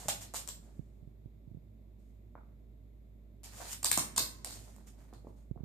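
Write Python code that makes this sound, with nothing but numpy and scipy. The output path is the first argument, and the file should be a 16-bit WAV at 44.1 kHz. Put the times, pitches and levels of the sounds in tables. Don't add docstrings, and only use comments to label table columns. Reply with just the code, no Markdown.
import sys
import numpy as np
from scipy import signal
from scipy.fft import rfft, irfft
from scipy.io import wavfile
from scipy.ndimage import uniform_filter1d

SR = 44100
rng = np.random.default_rng(int(sys.argv[2]) if len(sys.argv) > 2 else 0)


def wav_record(signal):
    frames = np.transpose(np.atleast_2d(signal))
    bounded = np.clip(frames, -1, 1)
    quanta = np.round(bounded * 32767).astype(np.int16)
    wavfile.write(sys.argv[1], SR, quanta)


N = 248724


# freq_hz [Hz], level_db [dB rms], waver [share of the steady tone]
HUM_TONES = [(53.9, -54.5, .07), (102.3, -67, .45), (215.3, -72, .6)]
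# freq_hz [Hz], level_db [dB]
RUMBLE_SPECTRUM = [(20, -28), (38, -16), (55, -6), (78, -6.5), (105, 0.5), (160, -6.5), (215, -6),
                   (390, -14), (520, -23), (600, -17.5), (760, -30.5), (1100, -37), (3000, -58.5),
                   (9000, -93.5)]
# freq_hz [Hz], level_db [dB]
AIR_SPECTRUM = [(1500, -3.5), (2150, 7), (3050, -2.5), (3650, 3), (4400, -3), (5900, -8.5), (7000, -3),
                (9800, -11), (11400, -6.5), (12300, 1.5), (13200, 0), (14400, -2.5)]
SHAKE_DB, SHAKE_SLOPE, SHAKE_FALL_S = -52.5, .3, .35

# start_s [s], rise_s [s], fall_s [s, decay constant],
# hiss_db [dB, before flicker], rub_db [dB relative to hiss], pan_db [dB]
FRICTION_SWELLS = [(0.0, 0.001, 0.098, -52, -1.5, -2), (.088, 0.0071, 0.016, -36.5, -8, -3),
                   (0.205, 0.015, 0.029, -47.5, -7.5, 0.5), (0.338, 0.0024, 0.026, -49, -2.5, 9),
                   (0.344, 0.021, 0.028, -38.5, -28, -5.5), (0.475, 0.0046, 0.02, -49.5, -6, 2.5),
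                   (.59, 0.056, 0.18, -74.5, 0.5, -1.5), (1.98, 0.022, 0.12, -82, -6.5, -4),
                   (3.435, 0.0056, 0.081, -53.5, -5.5, -2.5), (3.51, 0.11, 0.072, -53, 0.5, -2),
                   (3.61, 0.12, 0.017, -45, -10, -1), (3.851, 0.01, 0.0078, -31.5, -11, -8),
                   (4.448, 0.0013, 0.11, -48, -6, -1), (4.66, .03, 0.14, -85.5, 13, -4),
                   (4.864, 0.013, 0.029, -62, -3, -4), (4.964, 0.032, 0.12, -76, 7.5, -1.5),
                   (5.127, .015, 0.048, -73, -1, -1.5), (5.24, 0.042, 0.068, -81, 4, -3),
                   (5.358, .012, 0.056, -78.5, -1.5, -1)]
# freq_hz [Hz], level_db [dB]
HISS_SPECTRUM = [(1200, -18), (2200, -9), (4200, -6), (6000, -4), (7100, 2), (8000, -2.5), (8900, -0.5),
                 (10500, -12.5), (12300, -6), (14500, -15.5)]
# freq_hz [Hz], level_db [dB]
RUB_SPECTRUM = [(150, -11.5), (350, -7.5), (700, 1), (1100, -5.5), (2000, -8), (3500, -20)]

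# start_s [s], level_db [dB, before the slap and thud trims],
# thud_db [dB relative to level_db, before the thud trim], pan_db [dB], contact_s [s]
PAD_LANDINGS = [(0.0568, -50.5, 6, 0, 0.002), (0.0734, -56.5, 5.5, -1, 0.0041),
                (2.3537, -42.5, -13.5, -1, 0.00046), (3.8464, -41, -13, 7, 0.00057),
                (3.9757, -33, -2.5, 3, 0.0014), (3.9861, -36.5, -10, -5.5, 0.0007),
                (4.1789, -38.5, -7.5, 1, 0.00053), (4.205, -50.5, 6.5, -0.5, 0.0019),
                (4.783, -55.5, -13.5, -6, 0.00069), (5.128, -51.5, -0.5, -3, 0.0004),
                (5.2466, -59, 8, -3.5, 0.0013), (5.2697, -46, -1.5, -3.5, 0.0012),
                (5.5595, -59, 9, -19, 0.0012), (5.5755, -54, -7, 5.5, 0.00069)]
# freq_hz [Hz], level_db [dB]
SLAP_SPECTRUM = [(150, -7), (400, -4), (750, 3), (1100, -3.5), (1500, -13), (2100, -15), (2800, -34),
                 (6000, -58.5)]
# freq_hz [Hz], level_db [dB]
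THUD_SPECTRUM = [(50, -16.5), (120, -3), (260, -0.5), (450, -5), (800, -11.5), (2000, -45), (8000, -85.5)]

# [dB, extra room send]
CLAWED_PAWS = [(0.0834, 2, .0013, -26, -11, 763, -2.5, 0), (0.0881, 2, .0013, -26.5, -9.5, 769, -4, -0.5),
               (0.3384, 3, .0051, -35.5, -6.5, 770, -6, 2.5), (0.4759, 1, .002, -33, -21, 990, 7, 1.5),
               (0.4882, 2, 0.0019, -34.5, -20.5, 940, 9, -0.5), (3.4338, 2, 0.015, -45, -13, 660, 4, 6),
               (3.7306, 2, .0021, -32, -19, 810, 23, -1.5), (3.8297, 2, 0.0027, -27.5, -17, 850, -4, 0.5),
               (3.8453, 2, .001, -18.5, -20, 840, -1.5, -0.5), (3.8539, 1, .002, -25, -18.5, 930, -1, 2.5),
               (3.9149, 3, .0011, -17, -22, 1120, 4.5, -1), (3.9211, 1, .002, -22, -17, 1010, 1, 1.5),
               (3.9753, 3, .001, -17.5, -15.5, 842, 1.5, 0),
               (3.984, 3, 0.0036, -26.5, -10.5, 970, -13, -0.5),
               (4.1625, 3, 0.0029, -26.5, -19.5, 850, -3.5, 6),
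               (4.1786, 4, 0.002, -18.5, -17, 996, 0.5, -0.5),
               (4.4466, 2, 0.0011, -28, -21.5, 750, -3.5, -3.5),
               (4.5065, 2, .002, -39.5, -17, 864, 2.5, 3.5), (4.7635, 1, 0.0024, -49, -10, 800, -10, -2.5),
               (5.1368, 1, 0.0018, -53, 0.5, 703, -8, -3)]
# freq_hz [Hz], level_db [dB]
TICK_SPECTRUM = [(600, -31), (1800, -13.5), (3000, -14.5), (5500, -7.5), (7200, -5), (8800, -6),
                 (10300, -12.5), (12300, -10.5), (14500, -14.5)]
# freq_hz [Hz], level_db [dB]
KNOCK_SPECTRUM = [(120, -19), (380, -8.5), (570, 0), (850, -5.5), (1150, -2), (1600, -6.5), (3000, -33)]
# freq_hz [Hz, before detune], t60_s [s], level_db [dB relative to the click]
CLAW_RING = [(7260, .004, -15.5), (8550, 0.0043, -21), (12300, 0.006, -27)]
# pitch_ratio [times board_hz], t60_s [s], level_db [dB relative to the click]
BOARD_RING = [(.72, .014, -32), (1, 0.013, -17.5), (1.3, 0.017, -29)]
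CLAW_FADE_DB, CLAW_JITTER_SHARE, CLAW_SCATTER_DB = 2, 0.11, 2.5

# freq_hz [Hz], level_db [dB]
WALL_SPECTRUM = [(80, -6), (300, 0), (1000, -2.5), (2000, 2.5), (4200, 7.5), (7000, -1.5), (9000, 1.5),
                 (14000, 2)]
# freq_hz [Hz], level_db [dB]
LATE_SPECTRUM = [(80, -4), (500, -3), (2000, 10), (6000, -2.5), (14000, -12.5)]

# start_s [s], level_db [dB]
FINGER_BUMPS = [(0.7932, -32.5), (1.0257, -46), (1.0737, -44.5), (1.258, -39.5), (1.4751, -45),
                (1.5133, -43.5), (1.546, -40.5), (1.5707, -42.5), (5.5117, -30), (5.5639, -42),
                (5.6056, -38.5), (5.6339, -35)]
# freq_hz [Hz], level_db [dB]
BUMP_SPECTRUM = [(30, -8.5), (80, 3), (150, 3.5), (300, -7), (500, -19), (1000, -45), (3000, -60),
                 (10000, -100)]
BUMP_PAN_DB = -30
BUMP_PUSH_S, BUMP_HARDENING = .00006, 0.62

TOP_HZ = 14550


def undb(db):
    return 10 ** (np.asarray(db) / 20)


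def unit(x):
    return x / np.sqrt(np.mean(x ** 2))


def burst_unit(x, size):
    return x / np.sqrt(uniform_filter1d(x ** 2, size, mode="constant").max())


def gains(points, size):
    hz, db = np.transpose(points)
    bins_hz = np.fft.rfftfreq(size, 1 / SR)
    return undb(np.interp(np.log(bins_hz + 1), np.log(hz), db))


def colour(x, points):
    return irfft(rfft(x) * gains(points, x.shape[-1]), x.shape[-1])


def impulse(points, size=2048):
    cepstrum = irfft(np.log(gains(points, size)))
    cepstrum[1:size // 2] *= 2
    cepstrum[size // 2 + 1:] = 0
    h = irfft(np.exp(rfft(cepstrum)))
    return h / np.linalg.norm(h)


def ring(modes, detune, size=2048):
    t = np.arange(size) / SR
    response = (t == 0).astype(float)
    shifts = 1 + detune * rng.standard_normal(len(modes))
    for (hz, t60, db), shift in zip(modes, shifts):
        response += undb(db - 60 * t / t60) * np.cos(2 * np.pi * hz * shift * t)
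    return response


def contact(fall_s, grit, size=2048):
    t = np.arange(size) / SR
    grate = rng.standard_normal(size) * np.exp(-t / fall_s)
    return (t == 0) + grit * grate


def through(x, h):
    return signal.fftconvolve(x, h)[:len(x)]


def soften(x, push_s):
    t = np.arange(512) / SR
    push = np.sin(np.pi * np.minimum(t / push_s, 1)) ** 2
    return through(x, push)


def stereo(pan_db):
    g = undb(np.array([[pan_db], [-pan_db]]) / 2)
    return g / np.sqrt(np.mean(g ** 2))


def add(out, s, sound):
    i = max(int(s * SR), 0)
    out[:, i:i + sound.shape[1]] += sound[:, :N - i]


def walk(rate):
    k = int(SR / rate)
    steps = np.repeat(rng.standard_normal(N // k + 1), k)
    return unit(uniform_filter1d(uniform_filter1d(steps, k), k)[:N])


def appliance_hum():
    t = np.arange(N) / SR
    hum = np.zeros(N)
    for hz, db, waver in HUM_TONES:
        drift = 1 + waver * (walk(9) + 1j * walk(9))
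        hum += undb(db) * unit(np.real(drift * np.exp(2j * np.pi * hz * t)))
    return hum


def floor_shake():
    t = np.arange(N) / SR
    power = np.zeros(N)
    for s, _, _, tick_db, *_ in CLAWED_PAWS:
        decay = (t > s) * np.exp(-2 * np.abs(t - s) / SHAKE_FALL_S)
        power += undb(SHAKE_DB + SHAKE_SLOPE * tick_db) ** 2 * decay
    return power


def background(rumble_db=-62.0, air_db=-81.0, hum_pan_db=-3.5, rumble_pan_db=-4):
    hum = appliance_hum()
    mid, side = (unit(colour(rng.standard_normal(N), RUMBLE_SPECTRUM)) for _ in range(2))
    side = colour(side, [(60, -7.5), (200, -8), (900, -0.5), (3000, -1.0)])
    swell = np.sqrt(undb(rumble_db) ** 2 + floor_shake())
    rumble = swell * np.array([mid + side, mid - side])
    air = unit(colour(rng.standard_normal((2, N)), AIR_SPECTRUM))
    return hum * stereo(hum_pan_db) + rumble * stereo(rumble_pan_db) + undb(air_db) * air


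def grains(rate, spread_db):
    slips = (rng.random((3, N)) < rate / SR) * rng.standard_normal((3, N))
    slips = slips * undb(spread_db * np.minimum(rng.exponential(size=(3, N)), 4))
    return unit(slips[:2] + 0.47 * slips[2])


def rasp(spectrum, rate, patchy_db, shift_db):
    sound = unit(colour(grains(rate, spread_db=1.5), spectrum))
    bands = colour(sound, [(900, 0), (1800, -20), (3000, -20), (4200, 0), (6000, -20)])
    lean = shift_db * walk(25)
    shifted = bands * undb(lean) + (sound - bands) * undb(-lean / 2)
    return shifted * undb(patchy_db * walk(70))


def friction():
    t = np.arange(N) / SR
    hiss, rub = np.zeros((2, N)), np.zeros((2, N))
    for s, rise, fall, hiss_db, rub_db, pan_db in FRICTION_SWELLS:
        swell = np.clip((t - s) / rise, 0, 1) * np.exp(-np.maximum(t - s - rise, 0) / fall)
        hiss += undb(hiss_db) * stereo(pan_db) * swell
        rub += undb(hiss_db + rub_db) * stereo(pan_db) * swell
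    hiss_sound = hiss * rasp(HISS_SPECTRUM, rate=9300, patchy_db=1.1, shift_db=-4.0)
    rub_sound = rub * rasp(RUB_SPECTRUM, rate=1800, patchy_db=1.75, shift_db=3.5)
    return hiss_sound + rub_sound


def room(x, wet_db, t60=0.29, late_t60=0.83, late_db=-21, gap_s=0.0012, build_s=0.013):
    t = np.arange(SR) / SR
    arrival = np.clip((t - gap_s) / build_s, 0, 1)
    density = np.minimum(.02 + (t / .1) ** 2, 1)
    echoes = rng.standard_normal((2, SR)) * (rng.random((2, SR)) < density) / np.sqrt(density)
    early = colour(echoes, WALL_SPECTRUM) * undb(-60 * t / t60)
    late = colour(rng.standard_normal((2, SR)), LATE_SPECTRUM) * undb(late_db - 60 * t / late_t60)
    mid, side = arrival * (early + late)
    side = colour(side, [(150, -10), (600, -1.5), (1800, 1)])
    source = x.mean(0)
    wet = np.array([through(source, h / np.linalg.norm(h)) for h in (mid + side, mid - side)])
    return undb(wet_db) * stereo(-1.7) * wet


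def pads(slap_db=-1, thud_db=-2):
    out = np.zeros((2, N))
    for s, db, low_db, pan_db, push_s in PAD_LANDINGS:
        slap = through(contact(fall_s=0.0015, grit=0.073), impulse(SLAP_SPECTRUM))
        slap = burst_unit(soften(slap, push_s), size=90)
        thud = through(contact(fall_s=0.0033, grit=0.15), impulse(THUD_SPECTRUM))
        thud = burst_unit(soften(thud, push_s), size=400)
        landing = undb(slap_db) * slap + undb(low_db + thud_db) * thud
        add(out, s, undb(db) * stereo(pan_db) * landing)
    return out


def claw_strikes():
    for s, count, gap_s, tick_db, knock_db, board_hz, pan_db, room_db in CLAWED_PAWS:
        for k in range(int(round(count))):
            late, loud = rng.standard_normal(2)
            delay = gap_s * (k + CLAW_JITTER_SHARE * late * (k > 0))
            claw_db = tick_db - CLAW_FADE_DB * k + CLAW_SCATTER_DB * loud
            yield s + delay, claw_db, knock_db, board_hz, pan_db, room_db


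def claws():
    direct, spread = np.zeros((2, N)), np.zeros((2, N))
    tick_body, board_body = impulse(TICK_SPECTRUM), impulse(KNOCK_SPECTRUM)
    for s, db, knock_db, board_hz, pan_db, room_db in claw_strikes():
        grate = contact(fall_s=.0004, grit=.8)
        nail = through(through(grate, tick_body), ring(CLAW_RING, detune=0.017))
        ports = [through(nail, contact(fall_s=.0003, grit=.25)) for _ in range(2)]
        tick = np.array([burst_unit(port, size=22) for port in ports])
        modes = [(ratio * board_hz, t60, mode_db) for ratio, t60, mode_db in BOARD_RING]
        knock = burst_unit(through(board_body, ring(modes, detune=0.05)), size=90)
        sound = undb(db) * (tick + undb(knock_db) * knock)
        add(spread, s, undb(room_db) * sound)
        sound[1] = np.roll(sound[1], 1)
        add(direct, s, stereo(pan_db) * sound)
    return direct, spread


def roaming_room(x, wet_db, count=4):
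    place = (np.arange(N) / SR // .07) % count
    out = np.zeros((2, N))
    for k in range(count):
        presence = uniform_filter1d(1. * (place == k), size=200)
        out += room(x * presence, wet_db)
    return out


def fingers():
    out = np.zeros((2, N))
    for s, db in FINGER_BUMPS:
        push_s = BUMP_PUSH_S * undb(-BUMP_HARDENING * db)
        low_ring = ring([(136.0, 0.065, -51.0)], detune=0.095)
        swing = soften(through(impulse(BUMP_SPECTRUM), low_ring), push_s)
        add(out, s, undb(db) * stereo(BUMP_PAN_DB) * burst_unit(swing, size=220))
    return out


def scene():
    bed, slides, steps = background(), friction(), pads()
    ticks, ticks_spread = claws()
    echo = room(slides, wet_db=-5) + room(steps, wet_db=2.5) + roaming_room(ticks_spread, wet_db=3.0)
    return bed + slides + steps + ticks + echo + fingers()


def record(dry):
    top_cut = signal.ellip(8, .2, 70, TOP_HZ, fs=SR, output="sos")
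    return signal.sosfilt(top_cut, dry)


dry = scene()
out = record(dry)
wav_record(out)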